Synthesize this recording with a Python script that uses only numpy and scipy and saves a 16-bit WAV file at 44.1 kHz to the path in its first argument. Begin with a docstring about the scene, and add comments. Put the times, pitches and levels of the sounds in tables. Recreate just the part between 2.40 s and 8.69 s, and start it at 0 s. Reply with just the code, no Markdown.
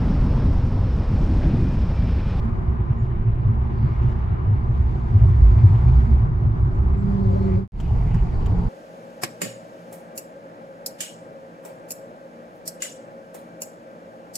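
"""Inside a car on a city road: low booms of the shaken body, tyre roar, rushing air and buzzing trim, all made of noise.
Road joints thud and bumps set the body ringing, most of all on a rough patch from about 2.7 s.
From about 4.3 s, as the car slows, a droning hum of wavering partials swells.
Near 5.3 s the sound fades to silence, then returns on a slower stretch with other noise colours.
There the turn-signal relay ticks three times: a hard blow and a chatter ring its housing."""
import sys
import numpy as np
from scipy import signal
from scipy.fft import rfft, irfft, next_fast_len
from scipy.io import wavfile
from scipy.ndimage import uniform_filter1d

SR = 44100
rng = np.random.default_rng(int(sys.argv[2]) if len(sys.argv) > 2 else 0)


def to_wav(s):
    """Save 16-bit WAV."""
    ch = np.atleast_2d(s).T  # columns
    pcm = np.round(np.clip(ch, -1, 1) * 32767)  # PCM
    wavfile.write(sys.argv[1], SR, pcm.astype(np.int16))


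N = 277389
TIME = np.arange(N) / SR  # seconds
FAST = TIME < 5.3  # true until the slower stretch

# The drone. Each row: time in seconds, pitch in Hz, level in dB, level of its octave in dB.
DRONE = [(4.2, 197.9, -61, -60), (4.5, 196.5, -36, -48), (4.62, 197, -27.5, -44),
         (4.762, 197, -22.5, -39.5), (4.883, 190.2, -25, -32.5), (4.981, 192.4, -25.5, -39),
         (5.07, 191.1, -22, -30), (5.15, 187.1, -24, -31), (5.22, 192.6, -25, -40.5)]
# The middle boom of the body. Each row: pitch in Hz, width in Hz, level in dB.
MID_BOOM = [(99.8, 20, 0)]


def amp(db):
    """Turn dB into a gain."""
    return 10 ** (np.asarray(db) / 20)


def rms_one(x):
    """Scale a sound to rms 1."""
    return x / np.sqrt(np.mean(x ** 2) + 1e-20)


def in_time(rows):
    """Turn the columns of a table into curves over every sample; the first column is seconds."""
    s, *columns = np.transpose(rows)
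    return [np.interp(TIME, s, c) for c in columns]


def bell(start, half_length):
    """A bell-shaped rise and fall with its top, 1, at the given second."""
    return np.exp(-((TIME - start) / half_length) ** 2)


def drift(rate):
    """A random curve of spread 1 that wanders at about the rate in Hz."""
    step = 40  # samples between computed points
    r = np.exp(-2 * np.pi * rate * step / SR)
    noise = rng.standard_normal(N // step + 2002)
    slow = signal.lfilter([1], [1, -2 * r, r * r], noise)[2000:]  # skip the run-in
    return np.interp(np.arange(N) / step, np.arange(len(slow)), rms_one(slow))


def highpass(x, hz):
    """Keep what lies above a pitch."""
    return signal.sosfilt(signal.butter(2, hz, "high", fs=SR, output="sos"), x)


def resonate(x, hz, width):
    """One resonance, with gain 1 at its top."""
    r = np.exp(-np.pi * width / SR)
    return signal.lfilter([(1 - r * r) / 2, 0, (r * r - 1) / 2],
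                          [1, -2 * r * np.cos(2 * np.pi * hz / SR), r * r], x)


def shaken(modes):
    """White noise, as of a rough road, drives each mode on its own, twice for steep flanks; rms 1."""
    total = 0
    for hz, width, db in modes:
        white = rng.standard_normal(N + SR)
        once = resonate(white, hz, width)
        ringing = resonate(once, hz, width)[SR:]  # the first second is run-in
        total = total + amp(db) * rms_one(ringing)
    return rms_one(total)


def banded(spectrum, shared_db, patchy_db):
    """Third-octave bands of noise follow a spectrum, with a shared and an own flicker; rms 1."""
    hz_at, db_at = np.transpose(spectrum)
    edges = 30 * 2 ** np.arange(0, 9.2, 1 / 3)
    white, out = rng.standard_normal((2, N)), np.zeros(N)
    for k, (low, high) in enumerate(zip(edges, edges[1:])):
        hz = np.sqrt(low * high)
        if hz_at[0] <= hz <= hz_at[-1]:
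            bandpass = signal.butter(2, [low, high], "band", fs=SR, output="sos")
            band = signal.sosfilt(bandpass, white[k % 2])  # neighbours use different noise
            level_db = np.interp(np.log(hz), np.log(hz_at), db_at)
            out += amp(level_db + shared_db + patchy_db * drift(8.9)) * band
    return rms_one(out)


def boom(modes, level_db, even):
    """Body modes ring at a given level curve; their own chance swells are partly evened out."""
    x = shaken(modes)
    envelope = np.abs(signal.hilbert(x, next_fast_len(N))[:N])
    size = uniform_filter1d(envelope, size=900)
    return amp(level_db) * rms_one(x / (size + 1.0) ** even)


def patch():
    """How rough the road is: 0 when smooth, 1 on the rough patch, with a sharp start and a slow end."""
    # The rough patch: its start and its end, in seconds.
    start, end = (2.7, 3.93)
    rise_s, fall_s = 0.043, 0.87
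    return np.clip((TIME - start) / rise_s, 0, 1) * np.exp(-np.clip(TIME - end, 0, None) / fall_s)


def shaking():
    """Levels in dB of five booms: steady shaking, more on the patch, and a swell at each bump."""
    # Each list holds one value in dB for the low, middle and high booms, floor panel and tyre air.
    # In turn: the steady level when fast, the steady level when slow, what the patch adds when fast.
    fast_db, slow_db, patch_db = (-26, -30.5, -29.5, -50, -43.5), (-29.5, -31.5, -28.5, -45, -53), (4.2, 3.7, 4.7, 8.2, 0.58)
    # The pitch in Hz at which each of the five is stirred by a bump.
    ring_hz = (60, 99, 123.4, 175, 227)
    # Bumps. Each row: time in seconds, pitch in Hz, peak in dB, half length in seconds.
    bumps = [(0.08, 226, -28.5, 0.04), (0.35, 226, -41.5, 0.029), (0.576, 228, -35.5, 0.034),
             (0.824, 168, -36.5, 0.065), (1.009, 119, -18.5, 0.028), (1.082, 103, -19.5, 0.031),
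             (1.106, 230, -35.5, 0.056), (1.189, 60, -23, 0.061), (1.415, 225, -30.5, 0.033),
             (1.477, 122.3, -18, 0.055), (1.676, 60, -22, 0.13), (2.12, 98.7, -14.5, 0.031),
             (2.143, 226, -37.5, 0.028), (2.395, 60, -20.5, 0.071), (2.739, 228, -30, 0.015),
             (2.844, 60, -14, 0.018), (2.882, 103.4, -21, 0.06), (3.066, 60, -8.5, 0.053),
             (3.268, 105.8, -16.5, 0.073), (3.277, 224, -37.5, 0.057), (3.51, 113.8, -17, 0.078),
             (3.535, 60, -12, 0.081), (3.696, 101.2, -18.5, 0.017), (3.7, 226, -28, 0.03),
             (3.745, 60, -11.5, 0.036), (3.86, 122.4, -21, 0.051), (4.055, 105.7, -15, 0.036),
             (4.226, 99.2, -23, 0.038), (4.363, 60, -19, 0.063), (4.518, 60, -12, 0.036),
             (4.594, 114.4, -21, 0.033), (4.962, 94.7, -19.5, 0.086), (5.101, 60, -22.5, 0.029),
             (5.121, 94.2, -28.5, 0.035), (5.529, 60, -19, 0.05), (5.685, 118.7, -23.5, 0.14),
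             (5.757, 173, -24, 0.019), (5.761, 60, -20.5, 0.016), (6.171, 59.6, -19.5, 0.044),
             (6.177, 174, -27.5, 0.049)]
    s, hz, db, length = np.transpose(bumps)
    # a bump stirs the booms near its pitch
    reach_octaves = 0.24
    reach = np.exp(-(np.log2(hz / np.array(ring_hz)[:, None]) / reach_octaves) ** 2)
    coarse = np.arange(0, N, 64) / SR
    bells = np.exp(-((coarse - s[:, None]) / length[:, None]) ** 2)
    lifts = reach @ (amp(db[:, None]) ** 2 * bells)
    rough, levels = patch(), []
    for fast, slow, more, lift in zip(fast_db, slow_db, patch_db, lifts):
        steady = amp(np.where(FAST, fast + more * rough, slow)) ** 2
        levels.append(10 * np.log10(steady + np.interp(TIME, coarse, lift)))  # powers add
    return levels


def air_hiss(hiss_db, flicker):
    """Air rushing by makes a soft high noise, coloured differently on each stretch."""
    # Hiss when fast, then when slow. 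Each row: frequency in Hz, level in dB per Hz.
    fast_colour = [(1000, -34), (1700, 5.5), (2230, 4), (2580, -0.5), (3700, -11.5), (4810, -54),
                   (8140, -120)]
    slow_colour = [(1000, -27), (1700, -2.5), (1830, -1), (2180, 3.5), (2440, 7), (3700, -23.5),
                   (4810, -34), (8140, -120)]
    fast = banded(fast_colour, 0.96 * flicker, patchy_db=1.33)
    slow = banded(slow_colour, 0.68 * flicker, patchy_db=3.2)
    return amp(hiss_db) * np.where(FAST, fast, slow)


def loose_trim(buzz_db, droning, flicker):
    """Resonances of loose trim follow the buzz, a little softer under the drone."""
    # Trim resonances. Each row: pitch in Hz, width in Hz, level in dB.
    trim = [(2220, 260, -0.5), (4670, 1100, 1.5), (6960, 1700, -2.5)]
    return amp(1.2 * (buzz_db + 65.5) - 69 - droning + 0.9 * flicker) * shaken(trim)


def trim_buzz(buzz_db, flicker):
    """Buzzing trim as high noise: a part common to both ears and a part opposite in them."""
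    # Buzz in common, then opposite. Each row: frequency in Hz, level in dB per Hz.
    common_colour = [(2060, -35.5), (3500, 6.5), (7040, -5), (8210, -27.5), (9140, -30.5), (10400, -7),
                     (12300, -11.5), (13000, -29.5), (14500, -17), (16000, -24)]
    opposite_colour = [(2060, -37.5), (3500, 5), (5500, 0.5), (7040, -6.5), (8600, -4), (10400, -10),
                       (12300, -12.5), (13000, -29.5), (16000, -29)]
    common = amp(buzz_db - 0.23) * banded(common_colour, 0.4 * flicker, patchy_db=2.0)
    opposite = amp(buzz_db - 1.5) * banded(opposite_colour, 0.4 * flicker, patchy_db=2.0)
    return common, opposite


def creaks():
    """Faint clicks of trim: bright puffs of noise that die away within milliseconds."""
    # Clicks. Each row: start in seconds, level in dB (raised a little below).
    clicks = [(2.891, -55)]
    decay_s = 0.0047
    puffs = sum(amp(db + 1.5) * (TIME >= s) * np.exp(-np.clip(TIME - s, 0, 1) / decay_s)
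                for s, db in clicks)
    return highpass(puffs * rng.standard_normal(N), 4000)


def swells():
    """Narrow bands of noise swell briefly under bell shapes."""
    # Swells. Each row: time in seconds, half length in seconds, pitch in Hz, width in Hz, level in dB.
    rows = [(0.61, 0.046, 6900, 500, -74.5), (.64, .05, 4600, 3000, -73), (1.43, .12, 4400, 1200, -68.5),
            (1.517, 0.096, 2160, 300, -60), (1.697, 0.041, 5030, 700, -81),
            (4.36, 0.046, 7000, 2800, -74.5), (4.6, 0.023, 7600, 600, -69), (4.7, 0.056, 4700, 530, -72),
            (4.928, .05, 6800, 650, -74), (5.038, 0.052, 4230, 496, -64), (5.119, 0.058, 2130, 600, -54),
            (1.72, .2, 890, 130, -52), (3.42, .25, 900, 270, -49), (5.513, .012, 810, 249, -40.5),
            (5.755, 0.015, 900, 380, -41.5), (2.504, 0.19, 322, 9.1, -46.5),
            (3.298, 0.54, 348.6, 12, -44.5), (0.69, 0.29, 345, 9.6, -45.5), (5.56, .03, 400, 98, -43.5),
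            (5.677, 0.02, 320, 87, -34), (.1, 0.23, 273, 48, -50), (5.897, 0.41, 293, 37, -47.5),
            (6.151, 0.17, 423, 160, -42), (6.146, 0.16, 877, 360, -47)]
    return sum(amp(db) * bell(s, length) * shaken([(hz, width, 0)])
               for s, length, hz, width, db in rows)


def tyre_rush(rush_db, flicker):
    """The rush of the tyres: broad noise, with narrow cabin resonances while fast."""
    # Rush when fast, then when slow. Each row: frequency in Hz, level in dB per Hz.
    fast_colour = [(280, -34), (480, -16.5), (564, -7.5), (601, -9.5), (682, -3.5), (980, -2.5), (1040, -3),
                   (1340, -11.5), (1900, -29), (2470, -51.5), (4180, -120)]
    slow_colour = [(280, -32), (480, 6), (508, -25), (743, 5.5), (844, -1.5), (1200, -12.5), (1700, -19),
                   (1900, -19.5), (2470, -56), (4180, -120)]
    # Narrow cabin resonances. Each row: pitch in Hz, width in Hz, level in dB.
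    narrow = [(552, 30, 0.5), (685, 25, 4), (817, 35, 2), (1042, 41, 1), (1257, 33, -1), (1385, 51, -9),
              (1900, 62, -6), (2210, 120, -9.5)]
    fast = banded(fast_colour, 0.44 * flicker, patchy_db=1.64)
    slow = banded(slow_colour, 1.0 * flicker, patchy_db=-0.4)
    ringing = FAST * amp(-9) * shaken(narrow)
    return amp(rush_db) * (np.where(FAST, fast, slow) + ringing)


def tyres_across(rush_db, flicker):
    """Tyre noise opposite in the two ears rises and falls with the rush."""
    # Opposite noise when fast, then when slow. Each row: frequency in Hz, level in dB per Hz.
    fast_colour = [(24, -34), (40, -8.5), (97, -6.5), (202, -7.5), (235, -1), (264, -12.5), (453, -14),
                   (529, -20.5), (980, -18.5), (1300, -27.5), (1800, -25), (2350, -40.5), (4000, -62.5),
                   (5200, -86), (8800, -120)]
    slow_colour = [(24, -33), (40, -10.5), (92, -4.5), (173, -4.5), (679, -21.5), (840, -14), (1140, -21),
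                   (1230, -23.5), (1530, -26.5), (4000, -56), (5200, -69), (8800, -120)]
    # Resonances across the cabin, heard while fast. Each row: pitch in Hz, width in Hz, level in dB.
    cross = [(447, 60, -6), (580, 60, -9.5), (720, 77, -3.5), (954, 150, -2.5), (1010, 39, 0.5),
             (1255, 65, -5), (1450, 90, -10.5), (1590, 120, -8)]
    fast = amp(-39) * banded(fast_colour, 0.74 * flicker, patchy_db=-0.2)
    fast += amp(-44 + 0.91 * flicker) * shaken(cross)
    slow = amp(-40) * banded(slow_colour, 0.9 * flicker, patchy_db=1.3)
    return amp(0.92 * (rush_db + 47.5)) * np.where(FAST, fast, slow)


def tyre_roar(rush_db, droning, flicker):
    """Low tyre noise and cabin resonances, a little louder on the patch and under the drone."""
    # Roar when fast, then when slow. Each row: frequency in Hz, level in dB per Hz.
    fast_colour = [(88, -34), (150, -1.5), (199, -5.5), (231, 1.5), (259, -10), (371, -9.5), (520, -23.5),
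                   (680, -63), (1140, -120)]
    slow_colour = [(88, -33), (150, -4.5), (183, -0.5), (252, -4.5), (290, -16.5), (383, -15), (520, -27),
                   (680, -65), (1140, -120)]
    # Cabin resonances. Each row: pitch in Hz, width in Hz, level in dB.
    cabin = [(162.2, 14, 1), (338.5, 20, -13), (374.8, 41, -5.5)]
    roar_db = -36 + 0.16 * (rush_db - rush_db.mean())  # takes a share of the rush's swing
    roar_db += 1.0 * FAST * patch() + 1.5 * droning
    fast = amp(-2.5) * banded(fast_colour, 1.1 * flicker, patchy_db=-1.5)
    slow = banded(slow_colour, 3.9 * flicker, patchy_db=2.0)
    ringing = amp(-2 + 0.7 * flicker) * shaken(cabin)
    return amp(roar_db) * (np.where(FAST, fast, slow) + ringing)


def panel_and_tyre_air(panel_db, cavity_db):
    """A floor panel and the air inside the tyres each ring at one pitch when the road shakes them."""
    # Tyre air, then floor panel. 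Each row: pitch in Hz, width in Hz, level in dB.
    cavity = [(226.4, 8.7, 0)]
    panel = [(174.8, 3.5, 0)]
    return boom(cavity, cavity_db, even=0.32) + boom(panel, panel_db, even=0.87)


def thuds():
    """Each road joint gives the body one short, rounded ring."""
    # Joints. Each row: time in seconds, pitch in Hz, peak in dB, half length in seconds.
    joints = [(0.129, 100.1, -15, .01), (.29, 70, -12, .01), (.41, 99.8, -14, .015), (.51, 119, -10, .014),
              (0.641, 115.6, -14, .018), (.879, 112.9, -11, .03), (1.663, 120, -13, .023),
              (1.914, 110.3, -13.5, .01), (2.137, 101, -11, .012), (2.304, 107.9, -12.5, .014),
              (2.408, 80, -11, .01), (4.275, 121.1, -13, .022), (2.761, 100.6, -4, .022),
              (2.828, 108, -5, .016), (2.887, 102.1, -10, .016), (2.946, 106, -10, 0.022),
              (3.169, 104, -7.5, 0.02), (3.25, 104.1, -1.5, 0.02), (3.298, 115.3, -10, .018),
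              (3.36, 104.7, -9, .018), (3.49, 109.8, -13.5, 0.02), (5.535, 96.25, -11, .014),
              (5.751, 119.8, -12, .008), (5.824, 52, -11.5, 0.017), (6.114, 100.4, -15, 0.032),
              (6.12, 300, -28.5, .014), (6.196, 109.3, -16.5, 0.011)]
    turns = rng.random(len(joints))  # random starting phases
    return sum(amp(db) * bell(s, length) * np.sin(2 * np.pi * (hz * TIME + turn))
               for (s, hz, db, length), turn in zip(joints, turns))


def body_booms(low_db, mid_db, high_db):
    """The lowest body modes and a deep heave ring under one random throb shared by them all."""
    # Low booms, high booms and heave. Each row: pitch in Hz, width in Hz, level in dB.
    low_modes = [(52.23, 12, -2), (65.13, 15.3, 3)]
    high_modes = [(118.43, 17.5, 3), (132, 22, -8)]
    heave_modes = [(24.6, 22, -1), (38, 35, 0)]
    booms = boom(low_modes, low_db, even=0.47)
    booms += boom(MID_BOOM, mid_db, even=1.0)
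    booms += boom(high_modes, high_db, even=1.0)
    booms += amp(np.where(FAST, -29, -22)) * shaken(heave_modes)
    return booms * amp(1.5 * drift(15))


def thin_whine(booms):
    """A faint 12 kHz tone multiplied by the booms, so its strength swings with them."""
    return amp(-65) * highpass(booms, 80) * np.sin(2 * np.pi * 12000 * TIME)


def drone():
    """Wavering partials on an unevenly sinking pitch; parts common to the ears and opposite in them."""
    # Four groups of partials: base, octave, upper and early.
    # Each row: multiple of the pitch, common level in dB, opposite level in dB, waver in dB.
    partials = [
        [(.5, -4, -14, 3), (1, 0, -8, .9), (1.5, -24, -19, 2)],
        [(1.94, -9, -14, 3), (2, -1, -7, 2), (2.1, -9, -14, 4)],
        [(2.86, -8, 0, 4), (3, -8, 7, 4), (3.6, -9, -12, 4), (4.5, -6, -9, 3.5), (5.3, -14, -4, 3),
         (6.6, -18, -7, 3)],
        [(1.5, 0, -6, 1.5)],
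    ]
    # The upper group swells once, and the early one, a fifth above the drone, swells before it.
    # Each row: time in seconds, half length in seconds, top level in dB.
    upper, early = (4.99, 0.27, -45), (4.3, 0.33, -43.5)
    hz, base_db, octave_db = in_time(DRONE)
    levels_db = [base_db, octave_db]
    for s, length, top_db in (upper, early):
        levels_db.append(top_db - 10 * ((TIME - s) / length) ** 2)
    common, opposite = 0, 0
    for level_db, group in zip(levels_db, partials):
        for multiple, common_db, opposite_db, waver_db in group:
            blurred_hz = hz * (1 + 0.003 * waver_db * drift(15))  # wavering partials blur in pitch
            phase = 2 * np.pi * multiple * np.cumsum(blurred_hz) / SR
            size = amp(level_db + waver_db * drift(23))
            common = common + amp(common_db) * size * np.sin(phase)
            opposite = opposite + amp(opposite_db) * size * np.cos(phase)
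    gate = np.sqrt(2) * FAST  # a sine of rms 1 peaks at the square root of 2
    return gate * common, gate * opposite


def relay():
    """Each tick sends a hard blow and a chatter of contact bounces into the ringing housing modes."""
    # Ticks. Each row: start in seconds, level in dB, length in ms, favoured pitch in Hz, its lift in dB.
    ticks = [(5.401, -37.5, 13, 3100, 6), (5.743, -40, 13, 1600, 10), (6.0605, -37, 9, 2700, 8)]
    # Housing modes. Each row: pitch in Hz, level in dB, seconds to fall by 60 dB.
    housing = [(1100, -9, 0.0095), (1380, -7, 0.009), (1850, -6.5, 0.0076), (2300, -10, 0.0036),
               (2750, -15, 0.0081), (3040, -6, 0.008), (3700, -17, 0.0028), (4660, -9.5, 0.0034),
               (6000, -8.5, 0.003), (7300, -4.5, 0.004), (10600, -12, 0.0024), (15000, -9, 0.0023)]
    strike_db, favour_octaves = 13, 0.4  # strength of the first blow, reach of the favoured pitch
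    s, tick_db, ms, favour_hz, favour_db = np.transpose(ticks)
    chatter = []
    for start, db, length in zip(s, tick_db, ms):
        since_ms = np.clip(TIME - start, 0, 1) * 1000
        chatter.append(amp(db) * (TIME >= start) * np.exp(-(since_ms / length) ** 2.2))
    chatter, out = np.array(chatter), np.zeros(N)
    for hz, db, t60 in housing:
        near = np.exp(-(np.log2(hz / favour_hz) / favour_octaves) ** 2)
        push = amp(favour_db * near) @ chatter
        bounces = rng.standard_normal(N) * (rng.random(N) < 0.2)
        bounces[np.ceil(s * SR).astype(int) + 1] = amp(strike_db) * near  # the first blow
        blows = amp(db - 13) * push * bounces + 1e-18
        r, w = amp(-60 / (t60 * SR)), 2 * np.pi * hz / SR
        out += signal.lfilter([0, np.sin(w)], [1, -2 * r * np.cos(w), r * r], blows)
    return out


def scene():
    """Mix the layers into a part common to both ears and a part opposite in them."""
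    # Rolling, one list for the fast stretch and one for the slow.
    # Each row: time in seconds, tyre rush in dB, air hiss in dB, trim buzz in dB.
    roll = [
        [(0.0, -44.5, -56.5, -69), (.42, -46.5, -57.5, -75.5), (.95, -48, -58.5, -76.5),
         (1.45, -45.5, -56, -72.5), (1.7, -45.5, -55, -68), (1.95, -45.5, -57, -77), (2.5, -47, -57.5, -68.5),
         (3.3, -43.5, -54, -64.5), (3.7, -44.5, -56, -65.5), (3.89, -46.5, -59.5, -73.5),
         (4.43, -45.5, -60.5, -72), (4.91, -47.5, -57.5, -63.5), (5.08, -47, -57, -63.5), (5.17, -47, -58, -66)],
        [(5.43, -45, -54, -63), (5.564, -42, -55.5, -63.5), (5.904, -42, -55.5, -63.5),
         (6.142, -40.5, -60, -64), (6.29, -43, -61, -63.5)],
    ]
    rush_db, hiss_db, buzz_db = in_time(np.vstack(roll))
    low_db, mid_db, high_db, panel_db, cavity_db = shaking()
    droning = FAST * amp(in_time(DRONE)[1] - np.max(np.transpose(DRONE)[2]))  # 1 at its loudest
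    flicker = drift(33)  # a random flicker shared by the air, trim and tyre layers

    buzz, buzz_across = trim_buzz(buzz_db, flicker)
    air_and_trim = air_hiss(hiss_db, flicker) + loose_trim(buzz_db, droning, flicker) + buzz
    tyres = tyre_rush(rush_db, flicker) + tyre_roar(rush_db, droning, flicker)
    tyres += panel_and_tyre_air(panel_db, cavity_db)
    booms = body_booms(low_db, mid_db, high_db) + thuds()
    hum, hum_across = drone()
    clicks = relay() + creaks()
    common = air_and_trim + swells() + tyres + booms + thin_whine(booms) + hum + clicks

    # the booms also rock the body sideways
    twist = amp(-11) * boom(MID_BOOM, 0.62 * mid_db + 0.45 * low_db, even=0.3)
    across = tyres_across(rush_db, flicker) + twist + buzz_across + hum_across + 0.41 * clicks
    return np.array([common + across, common - across])


def record(dry):
    """Add microphone hiss, fade out and in, tilt the ears' tone, round peaks and cut the top."""
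    # The fade. Each row: time in seconds, gain from 0 to 1.
    fade_rows = [(0, 0.96), (5.175, 0.89), (5.275, 0.02), (5.32, 0.06), (5.37, 0.36), (5.43, 0.78),
                 (6.29, 0.86)]
    # Full silence: its start and its end, in seconds.
    silent_from, silent_to = (5.277, 5.321)
    # Tone balance. Each row: frequency in Hz, left minus right in dB.
    balance = [(60, -1.5), (110, 0), (200, -4.5), (380, 2), (700, 4.5), (1290, -0.5), (2380, 0.5),
               (4400, 2), (8120, -0.5), (15000, -0.5)]
    mic_hiss_db, overload, cutoff_hz, edge_s = -95, 0.95, 16300, 0.002

    fade = np.clip(in_time(fade_rows)[0], 0, 1) * ((TIME < silent_from) | (TIME > silent_to))
    x = (dry + amp(mic_hiss_db) * rng.standard_normal((2, N))) * fade

    pad = 2048  # run-in for the filters
    x = np.pad(x, [(0, 0), (pad, pad)], "reflect", reflect_type="odd")
    size = next_fast_len(N + 2 * pad)
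    hz = np.arange(size // 2 + 1) * SR / size + 1  # plus 1 keeps the logarithm finite
    balance_hz, balance_db = np.transpose(balance)
    lean_db = np.interp(np.log(hz), np.log(balance_hz), balance_db)
    x = irfft(rfft(x, size) * amp(np.outer([0.5, -0.5], lean_db)), size)  # half to each ear

    x = x / (1 + (x / overload) ** 4) ** 0.25  # peaks stay below the overload level
    x = signal.sosfilt(signal.cheby2(16, 70, cutoff_hz, fs=SR, output="sos"), x)
    # start and stop without a step
    edges = np.sin(np.pi / 2 * np.clip(np.minimum(TIME, TIME[::-1]) / edge_s, 0, 1)) ** 2
    return x[:, pad:pad + N] * (fade > 0) * edges


dry = scene()
out = record(dry)
to_wav(out)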